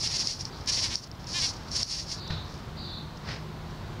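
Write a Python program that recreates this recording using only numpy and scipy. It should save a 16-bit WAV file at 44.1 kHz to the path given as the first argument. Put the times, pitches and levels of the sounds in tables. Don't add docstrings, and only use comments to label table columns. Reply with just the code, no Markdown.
import sys
import numpy as np
from scipy import signal
from scipy.fft import rfft, irfft
from scipy.io import wavfile
from scipy.ndimage import uniform_filter1d, minimum_filter1d

SR = 44100
rng = np.random.default_rng(int(sys.argv[2]) if len(sys.argv) > 2 else 0)


def transcribe(signal):
    frames = np.atleast_2d(signal).T
    limited = np.clip(frames, -1, 1)
    pcm = np.round(limited * 32767).astype(np.int16)
    wavfile.write(sys.argv[1], SR, pcm)


N = 176400


def bee():
    cycles, strength, roughness = flight_muscles()
    count = np.arange(1, int(cycles[-1]))
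    strokes = np.interp(count, cycles, clock())
    returns = np.interp(count + .5, cycles, clock())
    stroke_size, knock_time, knock_size, stroke_time = noise()[:4 * len(count)].reshape(-1, 4).T
    uneven = np.interp(strokes, clock(), roughness)
    tone = strength * buzz(strokes, returns, uneven * stroke_size, uneven * stroke_time)
    return undb(1) * (tone + rasp(cycles, strokes, knock_size, knock_time))


# (start [s], length [s], top pitch [Hz], relative level [dB], roughness [0-1])
SQUEEZES = [(.012, 0.079, 309.7, -41.5, 0.92), (.094, 0.045, 274.5, -41.5, 0.55),
            (.132, 0.048, 306.6, -40, 0.3), (.174, 0.064, 298, -42, 0.78), (.268, 0.061, 312, -42.5, 0.33),
            (.67, .046, 351, -36, .4), (.718, .052, 298, -44.5, 0.56), (.764, 0.0432, 299.1, -36, 0.63),
            (.812, 0.076, 318, -37.5, 0.66), (.897, 0.061, 320, -38, 0.71), (1.33, 0.082, 353, -33.5, 0.14),
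            (1.41, .06, 319, -33.5, 0.22), (1.748, .042, 332.1, -46, 0.68), (1.79, 0.037, 300.8, -43, .7),
            (1.892, 0.081, 311, -43, .4), (1.974, .038, 272, -40.5, 0.38), (2.092, .052, 316.2, -46.5, .5)]
def flight_muscles(sag=.11, early=.12, wobble=.016):
    t, pitch_points, rough_points, strength = clock(), [], [], np.zeros(N)
    for start, length, hz, db, rough in SQUEEZES:
        middle = start + length / 2
        for u in np.linspace(-.8, .8, 9):
            pitch_points.append((middle + length * u / 2, hz * (1 - sag * (u + early) ** 2)))
        rough_points += [(middle - length / 4, rough), (middle + length / 4, rough)]
        arch = np.maximum(1 - (2 * (t - middle) / length) ** 2, 0)
        strength += undb(db) * arch ** .81
    roughness = curve(sorted(rough_points))
    pitch = curve(sorted(pitch_points)) * (1 + wobble * roughness * walk(130))
    cycles = np.cumsum(pitch) / SR
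    return cycles, strength, roughness


# (frequency [Hz], gain [dB])
BUZZ_SPECTRUM = [(300, -42), (700, -26), (1050, -6), (1400, -15), (1750, -1), (2800, 0.5), (3800, 3),
                 (4600, 2), (6000, -6), (8000, -14), (15000, -41)]
def buzz(strokes, returns, size_scatter, time_scatter, backstroke=.3):
    size, late = undb(3.3 * size_scatter), .00007 * time_scatter
    pulses = clicks(strokes + late, size) - backstroke * clicks(returns - late, size)
    return unit(flower_smear(colour(pulses, BUZZ_SPECTRUM)))


def flower_smear(x, width_hz=600):
    for hz in (1750, 2400, 2950, 3990, 4690, 5570):
        poles = signal.iirpeak(hz, hz / width_hz, fs=SR)[1]
        x = signal.lfilter(poles[::-1], poles, x)
    return x


# (time [s], relative level [dB])
RASP_BOUTS = [
    [(0.0, -36), (0.028, -33.5), (0.044, -28), (0.078, -32.5), (0.084, -37.5), (0.168, -28.5),
     (0.176, -34.5), (0.212, -27.5), (0.236, -36), (0.264, -35), (0.272, -33), (0.282, -30), (0.31, -28.5),
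     (0.382, -46.5), (0.41, -33.5), (0.444, -53), (0.452, -43.5), (0.5, -54)],
    [(0.66, -39), (0.666, -54), (0.676, -33), (0.696, -25.5), (0.716, -35.5), (0.726, -28.5), (0.822, -32),
     (0.844, -26.5), (0.892, -40.5), (0.948, -35.5), (0.956, -41), (0.964, -32.5), (1.002, -41),
     (1.01, -50), (1.044, -36.5), (1.056, -55), (1.074, -47), (1.08, -66)],
    [(1.19, -68), (1.198, -51.5), (1.264, -64), (1.268, -44), (1.386, -31), (1.39, -32), (1.452, -28.5),
     (1.506, -35.5), (1.528, -50), (1.538, -42), (1.552, -52), (1.568, -46), (1.582, -57), (1.62, -56)],
    [(1.68, -46.5), (1.694, -49), (1.702, -59), (1.716, -38), (1.75, -34.5), (1.764, -25.5), (1.784, -31),
     (1.834, -32.5), (1.84, -34.5), (1.858, -38.5), (1.92, -27), (1.984, -33.5), (2.0, -31), (2.06, -47.5),
     (2.122, -32.5), (2.178, -50), (2.2, -50)],
]
def rasp(cycles, strokes, size_scatter, time_scatter, grit_decay_cycles=.86, crest=2.3):
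    knocks = clicks(strokes + .0001 * time_scatter, undb(-3 * np.tanh(size_scatter)))
    grit = noise() * np.exp(-(cycles % 1) / grit_decay_cycles) * undb(2 * np.tanh(walk(250)))
    petals = unit(blossom(unit(knocks) + undb(4.5) * unit(grit)))
    power = uniform_filter1d(petals ** 2, size=64)
    petals = unit(petals / np.sqrt(1 + power / crest ** 2))
    contact = sum(undb(curve(bout, left=-np.inf, right=-np.inf)) for bout in RASP_BOUTS)
    return contact * petals


# (frequency [Hz], gain [dB])
PETAL_SPECTRUM = [(300, -38), (1300, -34), (2000, -19), (3500, -12.5), (5500, -29.5), (8000, -52),
                  (11000, -48.5), (15000, -46)]
# (frequency [Hz], width [Hz], gain [dB])
PETAL_MODES = [(4640, 1310, -2), (5540, 800, 1), (6500, 1260, -10.5), (9360, 2800, -24.5)]
def blossom(x):
    out = colour(x, PETAL_SPECTRUM)
    for k, (hz, width, db) in enumerate(PETAL_MODES):
        b, a = signal.iirpeak(hz, hz / width, fs=SR)
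        ring = signal.lfilter(b, a, signal.lfilter(b, a, x))
        out += (-1) ** k * undb(db) * ring
    return out


# (time [s], peak before ducking [dB])
CLAW_TICKS = [(.0745, -17), (0.2726, -7), (0.409, -22), (0.453, -18.5), (.675, -20), (0.9557, -4.5),
              (1.04, -29), (1.115, -27.5), (1.243, -33), (1.27, -31), (1.3308, -24), (1.501, -24),
              (1.7159, -26), (1.8308, -4.5), (1.909, -19), (2.0, -24)]
# (frequency [Hz], gain [dB])
CLAW_SPECTRUM = [(1000, -5), (3300, -10), (4600, -0.5), (6000, 0.5), (8000, -13), (10000, -3), (12000, -11),
                 (15000, -20)]
def claws(scratch_decay_s=.00076):
    times, db = np.array(CLAW_TICKS).T
    snap = .18 * noise() * np.exp(-clock() / scratch_decay_s)
    snap[0] = 1
    lead = 64
    ring = colour(blossom(np.roll(snap, lead)), CLAW_SPECTRUM)[:SR // 20]
    return signal.fftconvolve(clicks(times, undb(db)), ring / np.abs(ring).max())[lead:lead + N]


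# (time [s], half width [s], level [dB])
FOOT_SCRATCHES = [(.6, 0.075, -52), (1.156, .01, -54), (1.655, 0.047, -54.5), (2.28, .003, -41),
                  (2.53, .07, -52.5), (3.175, .012, -53), (3.702, .014, -53.5)]
def feet():
    grip = sum(undb(db) * np.exp(-((clock() - at) / width) ** 2) for at, width, db in FOOT_SCRATCHES)
    return grip * unit(blossom(noise() * undb(3.6 * walk(300))))


# (start [s], length [s], relative level [dB])
BIRD_CALLS = [(.5, 0.087, -50.5), (2.143, .3, -46.5), (2.755, 0.26, -44)]
def bird(start_hz=4520, end_hz=3870, fall_s=.1, trill_hz=68, trill_depth_hz=433):
    t, out = clock(), np.zeros(N)
    for start, length, db in BIRD_CALLS:
        age = np.maximum(t - start, 0)
        fall = np.exp(-age / fall_s)
        trill = np.sin(phase(trill_hz * (1 + .11 * walk(60))))
        pitch = end_hz + (start_hz - end_hz) * fall + trill_depth_hz * trill + 150 * walk(500)
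        low_note = undb(-2) * (1 - fall) * np.sin(phase(3975 + 10 * walk(40)))
        high_note = undb(-3) * np.exp(-age / .085) * np.sin(2 * np.pi * 4740 * t)
        fade = np.clip(np.minimum(age / .035, (length - age) / .04), 0, 1)
        out += undb(db) * fade * (np.sin(phase(pitch)) + low_note + high_note)
    return garden_echoes(out, wet_db=1.5, t60=.53)


def garden_echoes(x, wet_db, t60):
    tail = noise() * undb(-60 * clock() / t60)
    return x + undb(wet_db) * signal.fftconvolve(x, tail / np.linalg.norm(tail))[:N]


def bump(spectrum, at_s, rise_s, decay_s, db):
    age = clock() - at_s
    grain = unit(colour(noise() * undb(2 * walk(150)), spectrum))
    return undb(db) * grain * np.exp(np.minimum(age / rise_s, -age / decay_s))


# (frequency [Hz], gain [dB])
THUD_SPECTRUM = [(30, 4), (70, 0), (160, 4), (260, -35), (600, -22), (1400, -19), (2500, -26),
                 (5000, -23.5), (8000, -50), (15000, -75)]
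def thud():
    return bump(THUD_SPECTRUM, at_s=2.307, rise_s=.005, decay_s=.06, db=-27.5)


# (frequency [Hz], gain [dB])
SCRAPE_SPECTRUM = [(100, 8), (400, -2), (1200, -5), (1900, 1), (3200, -6), (5200, -1.5), (7000, -22),
                   (10000, -34), (15000, -60)]
def scrape():
    return bump(SCRAPE_SPECTRUM, at_s=3.297, rise_s=.025, decay_s=.052, db=-33)


# (time [s], level [dB])
HUM_LEVEL = [(0, -69), (2.2, -78), (2.45, -45.5), (3.1, -46), (3.65, -41), (4, -62)]
def low_hum(hz=156.1):
    level = undb(curve(HUM_LEVEL) + .84 * walk(18))
    return level * np.sin(phase(hz * (1 + .0194 * walk(12))))


# (time [s], rate [Hz])
ENGINE_SPEED = [(0, 61.5), (2.3, 65), (2.8, 68.5), (4, 71)]
# (multiple of the rate, level at the end [dB])
ENGINE_HARMONICS = [(3, -46), (5, -52)]
def far_engine(rise_db_per_s=4):
    turn = phase(curve(ENGINE_SPEED) * (1 + .01217 * walk(15)))
    swell = undb(rise_db_per_s * (clock() - N / SR))
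    return swell * sum(undb(db + 2 * walk(10)) * np.sin(k * turn) for k, db in ENGINE_HARMONICS)


# (frequency [Hz], gain [dB])
AIR_SPECTRUM = [(15, -29), (25, -5.5), (65, 1), (156, -0.5), (185, -8.5), (230, -8.5), (273, -11.5),
                (393, -12.5), (434, -15), (610, -16), (724, -15.5), (1040, -15), (2510, -27.5),
                (4190, -25.5), (8500, -42.5), (11000, -58), (18700, -120)]
def garden_air(db=-40, top_hz=9000):
    air = undb(db + .44 * walk(6.57)) * unit(colour(noise(), AIR_SPECTRUM))
    return signal.sosfilt(signal.butter(4, top_hz, fs=SR, output="sos"), air)


# (frequency [Hz], gain [dB])
HISS_SPECTRUM = [(100, -27), (1000, -10), (4000, -19.5), (9000, 0), (12000, 2.5), (15500, 1)]
def recorder_hiss():
    left, right, both = (unit(colour(noise(), HISS_SPECTRUM)) for _ in range(3))
    return undb(-68) * np.array([left, right]) + undb(-71) * both


def undb(db):
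    return 10 ** (np.asarray(db) / 20)


def unit(x):
    return x / np.sqrt(np.mean(x ** 2) + 1e-20)


def clock():
    return np.arange(N) / SR


def noise():
    return rng.standard_normal(N)


def phase(hz):
    return 2 * np.pi * np.cumsum(hz) / SR


def curve(rows, **ends):
    return np.interp(clock(), *np.array(rows, float).T, **ends)


def walk(rate_hz):
    step = max(int(SR / rate_hz), 2)
    return unit(uniform_filter1d(np.repeat(noise()[:N // step + 1], step), step)[:N])


def colour(x, points):
    hz, db = np.array(points, float).T
    f = np.arange(N // 2 + 1) * SR / N + 1e-3
    gain = undb(np.interp(np.log(f), np.log(hz), db))
    return irfft(rfft(x) * gain / (1 + (20 / f) ** 4), N)


def clicks(times, sizes):
    at = np.asarray(times)[:, None] * SR
    index = at.astype(int) + np.arange(-7, 9)
    shape = np.sinc(index - at) * np.sinc((index - at) / 8)
    return np.bincount(np.clip(index, 0, N - 1).ravel(), (shape * sizes[:, None]).ravel(), N)


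def scene():
    bumps = thud() + scrape()
    flower = bee() + claws() + feet()
    garden = bird() + garden_air() + low_hum() + far_engine()
    return np.tile(flower + bumps + garden, (2, 1))


def record(dry, ceiling_db=-11, recover_db_per_s=21, top_hz=15650):
    peak_db = 20 * np.log10(np.abs(dry).max(axis=0) + 1e-9)
    over_db = np.maximum(peak_db - ceiling_db, 0)
    recovery = recover_db_per_s * clock()
    gain_db = recovery - np.maximum.accumulate(over_db + recovery)
    out = dry * undb(minimum_filter1d(gain_db, size=32)) + recorder_hiss()
    return signal.sosfilt(signal.ellip(10, .1, 70, top_hz, fs=SR, output="sos"), out)


dry = scene()
out = record(dry)
transcribe(out)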